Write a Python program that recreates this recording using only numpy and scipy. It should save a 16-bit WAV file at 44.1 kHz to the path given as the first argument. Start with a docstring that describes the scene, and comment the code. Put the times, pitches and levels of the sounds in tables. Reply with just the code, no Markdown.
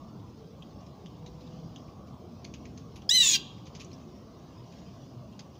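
"""Blue jays at a bowl of peanuts on a paved yard, over distant traffic, patchy hiss and recorder hiss.
From 0.6 s on beaks, claws and wing feathers tick and rustle: short showers of clicks with a ring.
From 1.1 to 1.9 s a far hum of two sine partials swells and fades while it rises in pitch.
At 3.1 s one jay gives a single harsh call, a clear voice that turns into a rasp: partials and
pulsed air noise through resonances. Contacts go on after it; decaying noise echoes ring round the yard."""
import sys
import numpy as np
from scipy import signal
from scipy.fft import rfft, irfft, next_fast_len
from scipy.io import wavfile
from scipy.ndimage import uniform_filter1d

SR = 44100
rng = np.random.default_rng(int(sys.argv[2]) if len(sys.argv) > 2 else 0)


def master(y):
    """Save y as 16-bit WAV."""
    cut = np.clip(np.atleast_2d(y).T, -1, 1)
    pcm = np.round(cut * 32767)  # scale
    wavfile.write(sys.argv[1], SR, pcm.astype(np.int16))


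N = 246518


def from_db(db):
    """Level to amplitude: 20 dB is a factor of ten."""
    return 10 ** (np.asarray(db) / 20)


def rms_one(x):
    """Normalisation: the signal scaled to unit root-mean-square amplitude."""
    return x / np.sqrt(np.mean(np.abs(x) ** 2) + 1e-20)


def in_time(rows, t):
    """Linear interpolation: the columns of a curve table at times t."""
    times_s, *columns = np.transpose(rows)
    return [np.interp(t, times_s, column) for column in columns]


def ramp(t, start_s, end_s, before, after):
    """Linear transition between two steady values."""
    return np.interp(t, [start_s, end_s], [before, after])


def coloured(x, spectrum):
    """Linear filtering: x through a spectrum drawn on a log-frequency axis, at unit rms."""
    hz, db = np.transpose(spectrum)
    bins_hz = np.maximum(np.arange(len(x) // 2 + 1) * SR / len(x), 1)
    gain = from_db(np.interp(np.log(bins_hz), np.log(hz), db))
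    return rms_one(irfft(rfft(x) * gain, len(x)))


def drift(size, hz):
    """Slow random fluctuation: white noise twice through a one-pole low-pass, at unit rms."""
    r = np.exp(-2 * np.pi * hz / SR)
    settle = SR // 20
    slow = signal.lfilter([1], [1, -2 * r, r * r], rng.standard_normal(size + settle))
    return rms_one(slow[settle:])


def patchy(spectrum, depth_db, rate_hz, edge_count):
    """Band-wise modulation: noise in narrow bands, each swelling and sinking on its own."""
    size = next_fast_len(N)
    hz = np.arange(size // 2 + 1) * SR / size
    noise = rfft(coloured(rng.standard_normal(size), spectrum))
    edges_hz = np.geomspace(spectrum[0][0], spectrum[-1][0], edge_count)
    out = 0
    for low_hz, high_hz in zip(edges_hz, edges_hz[1:]):
        # drawn once per 64 samples, then held and smoothed
        slow = np.repeat(drift(N // 64 + 1, 64 * rate_hz), 64)[:N]
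        band = irfft(noise * ((hz >= low_hz) & (hz < high_hz)), size)[:N]
        out = out + band * uniform_filter1d(from_db(depth_db * slow), size=128)
    return rms_one(out)


def recorder_hiss():
    """Stationary noise: a steady random signal is described by its spectrum and level alone."""
    # relative spectral density: frequency_hz, density_db (per Hz)
    hiss_spectrum = [(3820, -29), (6500, -12), (7600, -14.5), (8460, -13), (13400, -15.5), (15100, -2.5),
                     (15800, -16.5)]
    return from_db(-79.5) * coloured(rng.standard_normal(N), hiss_spectrum)


def distant_traffic():
    """Incoherent sum: many far sources merge into low noise whose bands fluctuate independently."""
    # relative spectral density: frequency_hz, density_db (per Hz)
    traffic_spectrum = [(13, -67.5), (22, -44.5), (56, -6), (138, 0), (180, -1.5), (239, -2.5), (266, -5),
                        (290, -6), (406, -12), (436, -11), (538, -15.5), (642, -13.5), (915, -21),
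                        (1130, -17), (1500, -37), (1950, -63.5), (3300, -120)]
    # level curve: time_s, level_db
    traffic_level = [(0, -46.5), (.8, -48), (1.5, -46), (3.9, -46.5), (5.59, -48)]
    level_db, = in_time(traffic_level, np.arange(N) / SR)
    return from_db(level_db) * patchy(traffic_spectrum, depth_db=2.5, rate_hz=4.0, edge_count=30)


def patchy_hiss():
    """Band-wise modulation: faint mid-band hiss, patchy, its narrow bands quickly swelling and sinking."""
    # relative spectral density: frequency_hz, density_db (per Hz)
    patchy_spectrum = [(880, -24), (1500, -1), (1750, -3.5), (2230, -3.5), (3150, 0.5), (4120, -2.5),
                       (4870, 1), (5770, -1.5), (6510, -4.5), (7500, -16.5), (9750, -48.5), (16500, -120)]
    # level curve: time_s, level_db
    patchy_level = [(0, -67.5), (1.3, -66.5), (1.5, -64), (2.04, -68), (2.65, -66), (3.3, -68.5),
                    (3.83, -64), (4.29, -66.5), (4.79, -62.5), (5.16, -67)]
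    level_db, = in_time(patchy_level, np.arange(N) / SR)
    return from_db(level_db) * patchy(patchy_spectrum, depth_db=3.0, rate_hz=9.0, edge_count=60)


def far_hum():
    """Harmonic tone: a gliding fundamental and its third partial, which fades sooner."""
    start_s, low_end_s, third_end_s, edge_s = 1.1, 1.89, 1.73, 0.11
    start_hz, rise_hz_per_s = 161, 13
    low_db, third_db = -52, -58.5
    t = np.arange(N) / SR
    phase = 2 * np.pi * np.cumsum(start_hz + rise_hz_per_s * (t - start_s)) / SR
    low, third = (np.clip(np.minimum(t - start_s, end_s - t) / edge_s, 0, 1)
                  for end_s in (low_end_s, third_end_s))
    low_tone = from_db(low_db) * low * np.sin(phase)
    third_tone = from_db(third_db) * third * np.sin(3 * phase)
    return np.sqrt(2) * (low_tone + third_tone)   # a sine's rms is 1 / sqrt(2)


def yard(x):
    """Reverberation by convolution: near echoes of paving and wall, longer scatter of fences and trees."""
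    # relative density of the far echoes: frequency_hz, density_db (per Hz)
    far_spectrum = [(1500, 8), (2000, -11.5), (2600, 0.5), (3400, 4.5), (4000, -4.5), (7000, -13),
                    (10000, -19)]
    near_t60_s, near_db = 0.16, -14.5
    far_t60_s, far_db = 0.6, -20.5
    t = np.arange(SR) / SR
    near_decay = from_db(-60 * t / near_t60_s) * (t > .002)
    far_decay = from_db(-60 * t / far_t60_s) * (t > .01)
    near = rms_one(rng.standard_normal(SR) * near_decay)
    far = rms_one(coloured(rng.standard_normal(SR), far_spectrum) * far_decay)
    echoes = (from_db(near_db) * near + from_db(far_db) * far) / np.sqrt(SR)   # levels as total energy
    return x + signal.fftconvolve(x, echoes)[:N]


def bandpassed(x, low_hz, high_hz):
    """Band-pass resonance: only the energy near one band is kept, at unit rms."""
    sos = signal.butter(2, [low_hz, high_hz], "band", fs=SR, output="sos")
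    return rms_one(signal.sosfilt(sos, x))


def rustles():
    """Impact noise: each contact is a shower of uneven clicks, a broad scratch with a ring and bright edge."""
    # contacts of beaks, claws and feathers: start_s, level_db (roughly the scratch's peak), ring_hz,
    # ring_db and bright_db (both relative to the scratch)
    contacts = [(0.622, -49, 3070, 11.5, -18), (0.8052, -55, 5600, -4, -30), (0.863, -52.5, 5300, -1, -30),
                (1.059, -45, 3150, 1, -30), (1.2603, -43, 3850, -3, -32), (1.406, -51.5, 4200, -3, -26),
                (1.523, -60, 2880, 3, -30), (1.7592, -42.5, 3230, 2, -33), (2.0712, -54.5, 4860, -9, -21),
                (2.4436, -36, 4640, -7, -28), (2.5375, -38, 2700, -7, -33), (2.6522, -44, 2260, -1.5, -40),
                (2.7727, -43, 6240, -16, -28), (2.957, -42, 2680, -12, -16.5),
                (3.0187, -49.5, 3100, -1, -30), (3.6547, -48.5, 3760, -4, -30),
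                (3.6654, -43.5, 4570, -10, -27), (3.7493, -38.5, 4900, -11, -38),
                (3.7941, -39.5, 5350, -8, -23), (3.8061, -36.5, 2650, -8, -25),
                (3.8443, -54, 6260, 15.5, -24), (3.914, -50, 4270, -2, -28), (3.9296, -47, 5440, 4, -24),
                (3.9994, -54, 5030, -11, -25), (4.7217, -49.5, 2730, -8, -22), (4.785, -55, 3450, -1, -28),
                (5.3912, -37, 4810, -6.5, -28)]
    # relative spectral density of the scratch: frequency_hz, density_db (per Hz)
    scratch_spectrum = [(700, -34.5), (1500, -4), (2500, 4.5), (5500, 1.5), (6400, 5), (7200, -6.5),
                        (7700, -16.5), (8500, -62)]
    rise_s, scratch_t60_s = .0022, .075
    ring_shortens_s_per_db = 0.0033   # a contact that rings more dies sooner
    faint_count, faint_db = 10, -60.5
    # fainter contacts fall at random
    faint = [(when * (N - 1) / SR, faint_db + 6 * louder, 2000 + 3500 * higher, 0, -28)
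             for when, louder, higher in rng.random((faint_count, 3))]
    out = np.zeros(N)
    t = np.arange(SR // 4) / SR
    for start_s, level_db, ring_hz, ring_db, bright_db in [*contacts, *faint]:
        t60_s = max(scratch_t60_s - ring_shortens_s_per_db * ring_db, .01)
        shape = np.minimum(1, t / rise_s) * from_db(-60 * np.maximum(t - rise_s, 0) / t60_s)
        clicks = shape * rng.standard_normal(len(t)) * from_db(3.5 * drift(len(t), 300))
        scratch = coloured(clicks, scratch_spectrum)
        ring = from_db(ring_db) * bandpassed(clicks, ring_hz - 380, ring_hz + 380)
        bright = from_db(bright_db) * bandpassed(clicks, 10000, 12000)
        # noise peaks stand some 9.5 dB above its rms
        gain = from_db(level_db - 9.5) * np.sqrt(np.mean(shape ** 2))
        at = round(start_s * SR)
        out[at:at + len(t)] += (gain * (scratch + ring + bright))[:N - at]
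    return out


def resonance(hz, centre_hz, width_hz):
    """Resonance curve: gain 1 at the centre, half at the edges of the width."""
    return 1 / (1 + (2 * (hz - centre_hz) / width_hz) ** 2)


def jay_call():
    """Source and filter: syrinx partials through windpipe and beak; period doubling adds further partials."""
    # the call's course: time_s, pitch_hz (of a strong-weak pair of cycles), level_db
    course = [(3.091, 805, -23.5), (3.095, 834, -18.5), (3.107, 923, -24.5), (3.113, 955.6, -18.5),
              (3.129, 993.6, -23.5), (3.145, 1025, -21), (3.163, 1016, -17.5), (3.193, 974, -20),
              (3.217, 982, -20), (3.227, 924, -22.5), (3.305, 842, -23.5), (3.343, 818, -23),
              (3.362, 786, -25)]
    # brief catches of the voice: time_s, half_length_s
    catches = [(3.118, 0.0013), (3.197, .002)]
    # windpipe resonances: centre_hz, width_hz, gain_db
    windpipe = [(2000, 450, -45), (2690, 260, 1), (3756, 830, 3), (8700, 2700, -28), (12070, 570, -26.5),
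                (15480, 1200, -26)]
    # the beak opens and closes: time_s, resonance_hz, gain_db
    beak = [(3.094, 5060, 10), (3.106, 7130, 5), (3.118, 6260, -5), (3.17, 6040, -9), (3.19, 7700, -4),
            (3.22, 7060, -10), (3.24, 7200, 6), (3.29, 6850, 8), (3.33, 6500, 3), (3.35, 5200, -5)]
    # relative spectral density of the air: frequency_hz, density_db (per Hz)
    air_spectrum = [(700, -55.5), (1100, -12), (1400, -42.5), (1700, -18), (2600, -9), (4500, -3.5),
                    (6800, -1), (7700, -16), (10000, -25), (13300, -46), (15200, -11.5), (16000, -30)]
    # odd partials enter once the voice has settled: start_s, end_s, before_db, after_db
    odd_enter = (3.098, 3.12, -36, -7)
    beak_width_hz = 1100
    release_s, release_db, release_hz = .022, -34, -30   # the voice dies away and sags
    rasp = (3.165, 3.24)   # s; the clear voice turns into a rasp
    jitter, wander_db, smear_share = 0.0021, 1.6, .016   # shares of the pitch, except wander

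    start = round(course[0][0] * SR)
    end_s, end_hz, end_db = course[-1]
    release = (end_s + release_s, end_hz + release_hz, end_db + release_db)
    t = np.arange(start, round(release[0] * SR)) / SR
    size = len(t)
    pitch_hz, level_db = in_time([*course, release], t)
    beak_hz, beak_db = in_time(beak, t)
    odd_db = ramp(t, *odd_enter) + ramp(t, *rasp, 0, 3)
    half_db = ramp(t, *rasp, -31, -10)
    rough = ramp(t, *rasp, .08, .38)
    onset_puff_db = 12 * np.exp(-(t - t[0]) / .015)
    air_db = ramp(t, *rasp, -26, -6.5) + onset_puff_db
    pitch_hz = pitch_hz * (1 + jitter * drift(size, 60))
    phase = 2 * np.pi * np.cumsum(pitch_hz) / SR

    voice, power = 0, 1e-12
    for k in np.arange(2, 20, .5):
        partial_hz = k * pitch_hz
        gain = from_db(beak_db) * resonance(partial_hz, beak_hz, beak_width_hz)
        for centre_hz, width_hz, gain_db in windpipe:
            gain = gain + from_db(gain_db) * resonance(partial_hz, centre_hz, width_hz)
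        # a pattern repeating only every second time adds partials half-way between, stronger in the rasp
        gain = gain * from_db(half_db if k % 1 else odd_db * (k % 2))
        gain = gain * from_db(wander_db * drift(size, 26))   # each partial swells and tears on its own
        # uneven cycles smear each partial into a noisy band, the more the higher it lies
        blur = 1 - (1 - np.clip(rough, 0, 1)) ** (k / 4.2) * np.exp(-(k / 24.0) ** 4)
        smear_hz = smear_share * k * pitch_hz.mean()
        smear = (drift(size, smear_hz) + 1j * drift(size, smear_hz)) / np.sqrt(2)
        carrier = np.exp(1j * (k * phase + k * k))   # k * k scatters the starting phases
        voice = voice + gain * np.real((np.sqrt(1 - blur) + np.sqrt(blur) * smear) * carrier)
        power = power + gain ** 2 / 2

    # air rushes through the labia once every cycle of the pitch
    air = coloured(rng.standard_normal(size) * (1 + 0.94 * np.cos(phase)), air_spectrum)
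    envelope = np.clip(np.minimum((t - t[0]) / .002, (t[-1] - t) / .004), 0, 1)
    for catch_s, half_s in catches:
        envelope = envelope * (1 - 0.56 * np.exp(-((t - catch_s) / half_s) ** 2))
    out = np.zeros(N)
    sound = voice / np.sqrt(power) + from_db(air_db) * air
    out[start:start + size] = from_db(level_db) * envelope * sound
    return out


def scene():
    """Superposition: birds with yard echoes over the background; one microphone feeds both channels."""
    background = distant_traffic() + patchy_hiss() + recorder_hiss() + far_hum()
    birds = yard(jay_call() + rustles())
    mono = birds + background
    return np.array([mono, mono])


def record(dry):
    """Band limiting: a steep low-pass removes the top, 60 dB down from 16150 Hz upwards."""
    return signal.sosfilt(signal.cheby2(16, 60, 16150, fs=SR, output="sos"), dry)


dry = scene()
out = record(dry)
master(out)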